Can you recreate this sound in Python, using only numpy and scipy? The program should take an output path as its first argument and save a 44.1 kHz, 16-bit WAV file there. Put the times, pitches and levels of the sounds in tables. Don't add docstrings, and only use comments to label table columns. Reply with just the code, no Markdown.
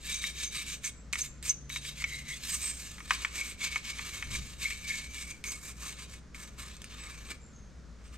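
import sys
import numpy as np
from scipy import signal
from scipy.fft import rfft, irfft, next_fast_len
from scipy.io import wavfile

SR = 44100
rng = np.random.default_rng(int(sys.argv[2]) if len(sys.argv) > 2 else 0)


def to_wav(s):
    ch = np.atleast_2d(s).T
    pcm = np.round(np.clip(ch, -1, 1) * 32767)
    wavfile.write(sys.argv[1], SR, pcm.astype(np.int16))


N = 360297

# frequency in Hz, relative level in dB.
ROOM_SPECTRUM = [(20, -2.5), (35, -3.5), (60, 1), (90, -6), (150, -3), (230, -6), (320, -14.5), (550, -18),
                 (800, -25.5), (1400, -21), (3000, -31.5), (6500, -30), (9000, -41), (15000, -63)]
# time of the peak in seconds, half length in seconds, level in dB.
RUMBLE_SWELLS = [(1.35, .1, -58), (4.347, 0.056, -42), (4.494, 0.29, -56)]
# fastest moment in seconds, half length in seconds, relative level in dB.
BRUSH_STROKES = [(0.127, 0.061, -40), (0.257, 0.055, -40.5), (0.426, 0.048, -38.5), (0.578, 0.059, -40),
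                 (0.712, 0.053, -41.5), (0.869, 0.024, -40), (1.124, 0.026, -40.5), (1.217, 0.045, -43.5),
                 (1.484, 0.034, -41.5), (1.752, 0.037, -42.5), (1.88, 0.041, -44), (2.007, 0.031, -43),
                 (2.153, 0.071, -46.5), (2.328, 0.048, -43), (2.477, 0.059, -44), (2.542, 0.034, -39.5),
                 (2.661, 0.053, -40), (2.804, 0.088, -49), (2.98, 0.34, -55.5), (3.136, 0.036, -38),
                 (3.222, 0.071, -46), (3.384, 0.044, -41.5), (3.491, 0.05, -46), (3.653, 0.036, -35.5),
                 (3.75, 0.048, -42.5), (3.891, .039, -39.5), (3.987, 0.011, -46), (4.09, 0.15, -45),
                 (4.346, 0.034, -42), (4.42, 0.14, -50), (4.639, 0.029, -38.5), (4.724, 0.069, -44.5),
                 (4.929, 0.089, -42.5), (5.051, 0.033, -49.5), (5.193, 0.062, -46.5), (5.302, 0.027, -49),
                 (5.478, 0.088, -48.5), (5.677, 0.048, -52), (5.88, 0.058, -45.5), (6.018, 0.041, -48.5),
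                 (6.136, 0.046, -54), (6.416, 0.089, -53), (6.611, 0.025, -47.5), (6.695, 0.068, -52.5),
                 (6.852, 0.049, -58.5), (7.03, 0.12, -51), (7.206, 0.22, -56.5), (7.312, 0.013, -44.5),
                 (8.072, 0.024, -61.5), (8.146, 0.02, -57.5)]
# start in seconds, end in seconds.
BRUSH_LIFTS = [(0.92, 1.128), (1.29, 1.426), (1.55, 1.695), (5.35, 5.441), (6.19, 6.345), (7.35, 7.99)]
# time in seconds, relative level in dB.
TREBLE_CURVE = [(0.1, 0), (0.68, -2), (0.87, 5.5), (1.5, 5), (1.73, -1), (2.42, 0.5), (2.55, 7.5),
                (2.7, 5.5), (3.17, -4), (3.39, 1.5), (3.74, -4), (4.2, 0), (5.05, 0), (5.62, 9.5),
                (5.98, -0.5), (6.6, 2.5), (6.85, -7.5), (7.15, -0.5), (7.32, -2)]
# time in seconds, relative level in dB.
DEPTH_CURVE = [(0.6, -20), (2.6, -20.5), (3.15, -11), (3.7, -14.5), (4.2, -10.5), (4.7, -18.5),
               (5.2, -17.5), (5.55, -12.5), (7.1, -5.5)]
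# frequency in Hz, relative level in dB.
RASP_SPECTRUM = [(400, -1.5), (780, -11), (1050, 3.5), (1450, 0.5), (2000, 2.5), (2800, 0), (4000, 0.5),
                 (5200, -4.5), (7000, 2), (8300, -1), (9200, -8.5), (11000, -10.5), (12500, -12.5),
                 (15500, -22.5)]
# pitch in Hz, width in Hz, relative gain in dB.
PART_MODES = [(1236, 50, 6), (1750, 40, 7), (2202, 55, 12), (2330, 40, 10), (2476, 35, 9), (2720, 50, 4),
              (3750, 55, 7), (6228, 40, 12), (6255, 7, 7), (6380, 60, 4), (7380, 50, 5), (7985, 45, 8),
              (8113, 18, 16), (8390, 50, 4), (8636, 35, 10), (9570, 80, 7), (11930, 110, 11),
              (12170, 80, 8)]
# middle in seconds, half length in seconds, pitch in Hz, relative level in dB.
WIRE_SQUEALS = [(0.165, 0.035, 6220, -44), (0.288, .3, 3760, -48.5), (0.392, .3, 2305, -52),
                (0.475, .023, 6220, -44.5), (0.85, 0.0052, 6240, -37), (1.22, 0.0059, 6340, -31.5),
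                (1.5, 0.0052, 6160, -27.5), (1.75, 0.1, 3815, -44.5), (2.117, 0.072, 2065, -44),
                (2.165, 0.075, 3930, -48), (2.29, 0.065, 2040, -47.5), (2.337, .014, 3430, -44.5),
                (2.538, 0.018, 8200, -35.5), (2.703, 0.061, 8220, -40), (3.419, 0.025, 2260, -41.5),
                (3.78, 0.59, 2270, -47), (4.663, 0.013, 2190, -38.5), (4.72, 0.01, 2340, -44.5),
                (4.911, 0.02, 2200, -41.5), (4.912, .022, 1810, -49), (5.2, 0.38, 2288, -49.5),
                (5.492, 0.016, 6400, -39), (5.533, 0.064, 2220, -54.5), (5.854, 0.025, 1170, -51.5),
                (7.044, 0.043, 7960, -58.5), (7.19, 0.1, 2320, -61)]
# time in seconds, relative level in dB.
TUFT_SNAPS = [(0.1874, -38), (0.843, -30), (1.1282, -25), (1.427, -27), (1.695, -33), (3.1346, -27),
              (3.7793, -35), (4.315, -29), (5.4404, -26), (5.7685, -42), (6.029, -37), (6.3455, -46),
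              (6.767, -36), (6.8182, -28), (6.8429, -27), (7.3061, -29), (7.3174, -30)]
# time in seconds, relative level in dB, share of low modes in dB (more for a squarer blow).
HEAD_KNOCKS = [(0.24, -15.5, -25), (0.876, -26, -30), (1.1325, -13, -20), (1.1555, -16.5, -20),
               (1.7, -25, -22), (1.7604, -17, -22), (1.85, -23.5, -28), (2.022, -23, -18),
               (2.0408, -12.5, -27), (2.982, -30.5, -9), (3.004, -31, -11), (3.107, -8.5, -6.5),
               (3.248, -12.5, -14), (3.758, -17, -9), (3.992, -22.5, -12), (4.225, -17, -19),
               (4.706, -21, -28), (5.442, -25, -24), (6.346, -31, -26)]
# pitch in Hz, relative level in dB, seconds to fade by 60 dB.
HEAD_MODES = [(943, 5.5, 0.0078), (1140, 13.5, 0.0034), (1720, -5, 0.01), (1890, -2.5, 0.011),
              (2236, -4, 0.021), (2504, -9.5, 0.02), (3150, -6.5, 0.0051), (5810, -12, 0.0081),
              (7260, -18.5, 0.0097)]
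# start in seconds, starting pitch in Hz, level in dB.
WHISTLE_NOTES = [(0.898, 7740, -60.5), (1.222, 7450, -55.5), (7.394, 7370, -62), (7.52, 6500, -63),
                 (7.65, 6000, -79)]
# frequency in Hz, left minus right in dB.
LEFT_LOUDER = [(500, 4), (1100, -1), (2200, 1.5), (4000, 0.5), (8000, -3), (12000, -3)]
# frequency in Hz, the left side's lead in radians.
LEFT_LEAD = [(100, 0.13), (430, -0.64), (1700, -0.94), (3000, -0.88), (4600, -1.42), (6200, -1.49),
             (7200, -0.23), (15000, 0.38)]
OPPOSITE_SIDES = np.array([[1], [-1]])


def from_db(db):
    return 10 ** (np.asarray(db) / 20)


def rms_one(x):
    return x / np.sqrt(np.mean(x ** 2) + 1e-20)


def in_time(rows):
    return np.interp(np.arange(N) / SR, *np.transpose(rows))


def at_hz(points, hz):
    known_hz, values = np.transpose(points)
    return np.interp(np.log(hz + 1e-3), np.log(known_hz), values)


def shaped(x, response):
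    size = next_fast_len(N + 2048)
    hz = np.arange(size // 2 + 1) * SR / size
    return irfft(rfft(x, size) * response(hz), size)[..., :N]


def band(x, edges_hz, kind, order):
    return signal.sosfilt(signal.butter(order, edges_hz, kind, fs=SR, output="sos"), x + 1e-18)


def drift(rate_hz, step=40):
    r = np.exp(-2 * np.pi * rate_hz * step / SR)
    slow = signal.lfilter([1], [1, -2 * r, r * r], rng.standard_normal(N // step + 2002))[2000:]
    return np.interp(np.arange(N) / step, np.arange(len(slow)), rms_one(slow))


def bell(peak_s, half_s):
    return np.exp(-.5 * np.minimum(np.abs(np.arange(N) / SR - peak_s) / half_s, 10) ** 2)


def resonance(x, hz, width_hz):
    r, w = np.exp(-np.pi * width_hz / SR), 2 * np.pi * hz / SR
    return signal.lfilter(np.array([1, 0, -1]) * (1 - r * r) / 2, [1, -2 * r * np.cos(w), r * r], x + 1e-18)


def narrow_noise(hz, width_hz, envelope):
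    heard = np.flatnonzero(envelope > envelope.max() / 1000)
    noise = rng.standard_normal(N)[heard]
    sound = resonance(resonance(noise, hz, width_hz), hz, width_hz) * envelope[heard]
    out = np.zeros(N)
    out[heard] = rms_one(sound) * np.sqrt(np.mean(envelope[heard] ** 2))
    return out


def clicks_at(times_s, sizes):
    out = np.zeros(N)
    out[np.round(times_s * SR).astype(int)] = sizes
    return out


def fading(clicks, t60):
    return signal.lfilter([1], [1, -np.exp(-np.log(1000) / (t60 * SR))], clicks + 1e-18)


def ring(clicks, hz, t60):
    r, w = np.exp(-np.log(1000) / (t60 * SR)), 2 * np.pi * hz / SR
    return signal.lfilter([0, np.sin(w)], [1, -2 * r * np.cos(w), r * r], clicks + 1e-18)


def background(air_db=-53, rumble_rest_db=-63.5, hum_db=-52, drone_db=-55, side_db=-9):
    def stereo(middle, side):
        return rms_one(middle + from_db(side_db) * side * OPPOSITE_SIDES)

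    def tone(hz, waver_hz):
        return np.sqrt(2) * np.sin(2 * np.pi * np.cumsum(hz + waver_hz * drift(5.43)) / SR)

    air = stereo(*shaped(rng.standard_normal((2, N)), lambda hz: from_db(at_hz(ROOM_SPECTRUM, hz))))
    swells = from_db(rumble_rest_db) + sum(from_db(db) * bell(s, half) for s, half, db in RUMBLE_SWELLS)
    low_noise = band(rng.standard_normal((2, N)), [24, 170], "band", order=2)
    rumble = swells * stereo(*band(low_noise, 91, "low", order=1))
    hum = from_db(hum_db + 2.53 * drift(12.4)) * tone(hz=59.5, waver_hz=2.415)
    drone = from_db(drone_db) * bell(peak_s=1.97, half_s=0.44) * tone(hz=140, waver_hz=2.2)
    return from_db(air_db) * air + (rumble + hum + drone) * from_db(1.2 * OPPOSITE_SIDES)


def strokes(squareness=2.22, slowing_share=0.73, resting_db=-72, release_s=0.021, turn_db=-2):
    t = np.arange(0, N, 40) / SR
    s, half, level_db = np.transpose(BRUSH_STROKES)
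    along = (t - s[:, None]) / half[:, None]
    sweeps = np.exp(-np.abs(np.where(along < 0, along, along / slowing_share)) ** squareness)
    speed = sweeps.max(axis=0)
    power = from_db(level_db) ** 2 @ sweeps + from_db(resting_db) ** 2
    touching = np.exp(-sum((t > start) * (t < end) * (t - start) for start, end in BRUSH_LIFTS) / release_s)
    turns_s = s[:-1] + np.diff(s) * half[:-1] / (half[:-1] + half[1:])
    turning = np.exp(-((t - turns_s[:, None]) / 0.022) ** 2).max(axis=0)
    gain = np.sqrt(power) * touching * from_db(turn_db * turning * (1 - speed))
    return in_time(np.transpose([t, gain])), in_time(np.transpose([t, speed]))


def flicks(per_s, spread_db, clump_db):
    sizes = from_db(spread_db * np.minimum(rng.exponential(1, N), 4)) * rng.choice([-1, 1], N)
    happens = rng.random(N) < per_s / SR
    return rms_one(sizes * happens * from_db(clump_db * drift(41)))


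def rasp(slow_dulls_db=1.5):
    gain, speed = strokes()
    treble_db, depth_db = in_time(TREBLE_CURVE), in_time(DEPTH_CURVE)
    fine = flicks(per_s=9000, spread_db=2, clump_db=2.5)
    flakes = from_db(-14) * flicks(per_s=160, spread_db=4, clump_db=1)
    grains = shaped(fine + flakes, lambda hz: from_db(at_hz(RASP_SPECTRUM, hz)))
    low_db = 0.5 + depth_db + 0.75 * treble_db
    body_db = -8 + 0.22 * depth_db + 0.31 * treble_db
    tips_db = -5 + treble_db - slow_dulls_db * (1 - speed)
    return gain * (from_db(low_db) * rms_one(band(grains, 1547, "low", order=6))
                   + from_db(body_db) * rms_one(band(grains, [1500, 2800], "band", order=4))
                   + from_db(-5) * rms_one(band(grains, [2800, 5500], "band", order=4))
                   + from_db(tips_db) * rms_one(band(grains, 4940, "high", order=5)))


def ringing_wires(drive, side_db=-8, count=56):
    out = 0
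    for k, hz in enumerate(np.linspace(2600, 9800, count) + rng.normal(0, 29.8, count)):
        contact = from_db(-3 + 7 * np.minimum(drift(6), 1.5))
        tuft = resonance(drive * contact, hz, width_hz=28)
        direction = 1 + from_db(side_db) * rng.normal() * OPPOSITE_SIDES
        out = out + (-1) ** k * tuft * direction
    return out


def ringing_part(drive, gain_db=-3):
    out = 0
    for hz, width_hz, db in PART_MODES:
        wander_db = 4.67 * np.clip(drift(5.6), -2, 1.3)
        out = out + resonance(drive * from_db(gain_db + db + wander_db), hz, width_hz)
    return out


def squeals(grit_db=3, least_width_hz=143):
    gain, _ = strokes()
    grit = from_db(grit_db * drift(33))
    out = 0
    for s, half, hz, db in WIRE_SQUEALS:
        locked = bell(s, half) * gain
        width_hz = least_width_hz + 2.4 / half
        out = out + narrow_noise(hz, width_hz, from_db(db) * grit * locked / locked.max())
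    return out


def snaps(gain_db=-6):
    s, level_db = np.transpose(TUFT_SNAPS)
    fade = fading(clicks_at(s, from_db(level_db + gain_db)), t60=0.0076)
    return fade * rms_one(band(rng.standard_normal(N), [1700, 7800], "band", order=3))


def knocks(gain_db=-5, bounce_s=0.0025, bounce_db=-4, chatter_db=-22):
    s, level_db, square_db = np.transpose(HEAD_KNOCKS)
    out = 0
    for k, (hz, db, t60) in enumerate(HEAD_MODES):
        lowness = np.clip(np.log2(1950 / hz) * 6.2, 0, 1)
        mode_db = level_db + gain_db + db + lowness * (square_db + 3.5)
        sizes = from_db(mode_db + rng.normal(0, 0.14, len(s)))
        blows = clicks_at(s, sizes) + clicks_at(s + bounce_s, sizes * from_db(bounce_db + square_db))
        chatter_starts = clicks_at(s, sizes * from_db(chatter_db + 0.17 * square_db))
        chatter = fading(chatter_starts, t60=0.049) * rng.standard_normal(N)
        rung = ring((-1) ** k * blows + chatter, hz, t60)
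        out = out + band(rung, hz / 2, "high", order=2)
    return band(out, 1080, "high", order=5)


def whistles(fall_s=0.13, fall_share=0.016, blur_hz=300):
    t, out = np.arange(N) / SR, 0
    blur = rms_one(band(rng.standard_normal(N), blur_hz / 2, "low", order=2))
    for s, start_hz, db in WHISTLE_NOTES:
        along = np.clip((t - s) / fall_s, 0, 4)
        hz = start_hz * (1 - fall_share * np.minimum(along, 1))
        envelope = 3 * along * np.exp(1 - 3 * along)
        out = out + from_db(db) * envelope * np.sin(2 * np.pi * np.cumsum(hz) / SR)
    return np.sqrt(2) * blur * out


def garage_echo(x, t60=0.64, wall_cut_hz=11000, count=16):
    out = np.zeros((2, N))
    dull = np.exp(-2 * np.pi * wall_cut_hz / SR)
    for k, lag in enumerate((rng.uniform(.011, .045, count) * SR).astype(int)):
        gain = np.exp(-np.log(1000) * lag / SR / t60)
        loop, state = x.copy(), [0.]
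        for i in range(lag, N, lag):
            back, state = signal.lfilter([gain * (1 - dull)], [1, -dull], loop[i - lag:i], zi=state)
            loop[i:i + lag] += back[:N - i]
        out[k % 2] += (loop - x) * (-1) ** (k // 2)
    return out


def placed(x):
    def response(hz):
        side_db = at_hz(LEFT_LOUDER, hz) / 2 * OPPOSITE_SIDES
        side_phase = at_hz(LEFT_LEAD, hz) / 2 * OPPOSITE_SIDES
        return from_db(side_db) * np.exp(1j * side_phase)

    return shaped(x, response)


def scene():
    scrape = from_db(-0.3) * rasp() + snaps()
    blows, singing = knocks(), squeals()
    part_drive = scrape + from_db(-13.5) * blows + from_db(-2.5) * singing
    work = scrape + blows + singing + ringing_wires(scrape) + ringing_part(part_drive)
    width = from_db(-14) * rasp() * OPPOSITE_SIDES
    echo = from_db(-26.5) * garage_echo(work.mean(axis=0))
    return placed(work + width) + echo + whistles() + background()


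def record(dry):
    cutoff_hz = 15700
    return signal.sosfilt(signal.ellip(10, .1, 80, cutoff_hz, fs=SR, output="sos"), dry)


dry = scene()
out = record(dry)
to_wav(out)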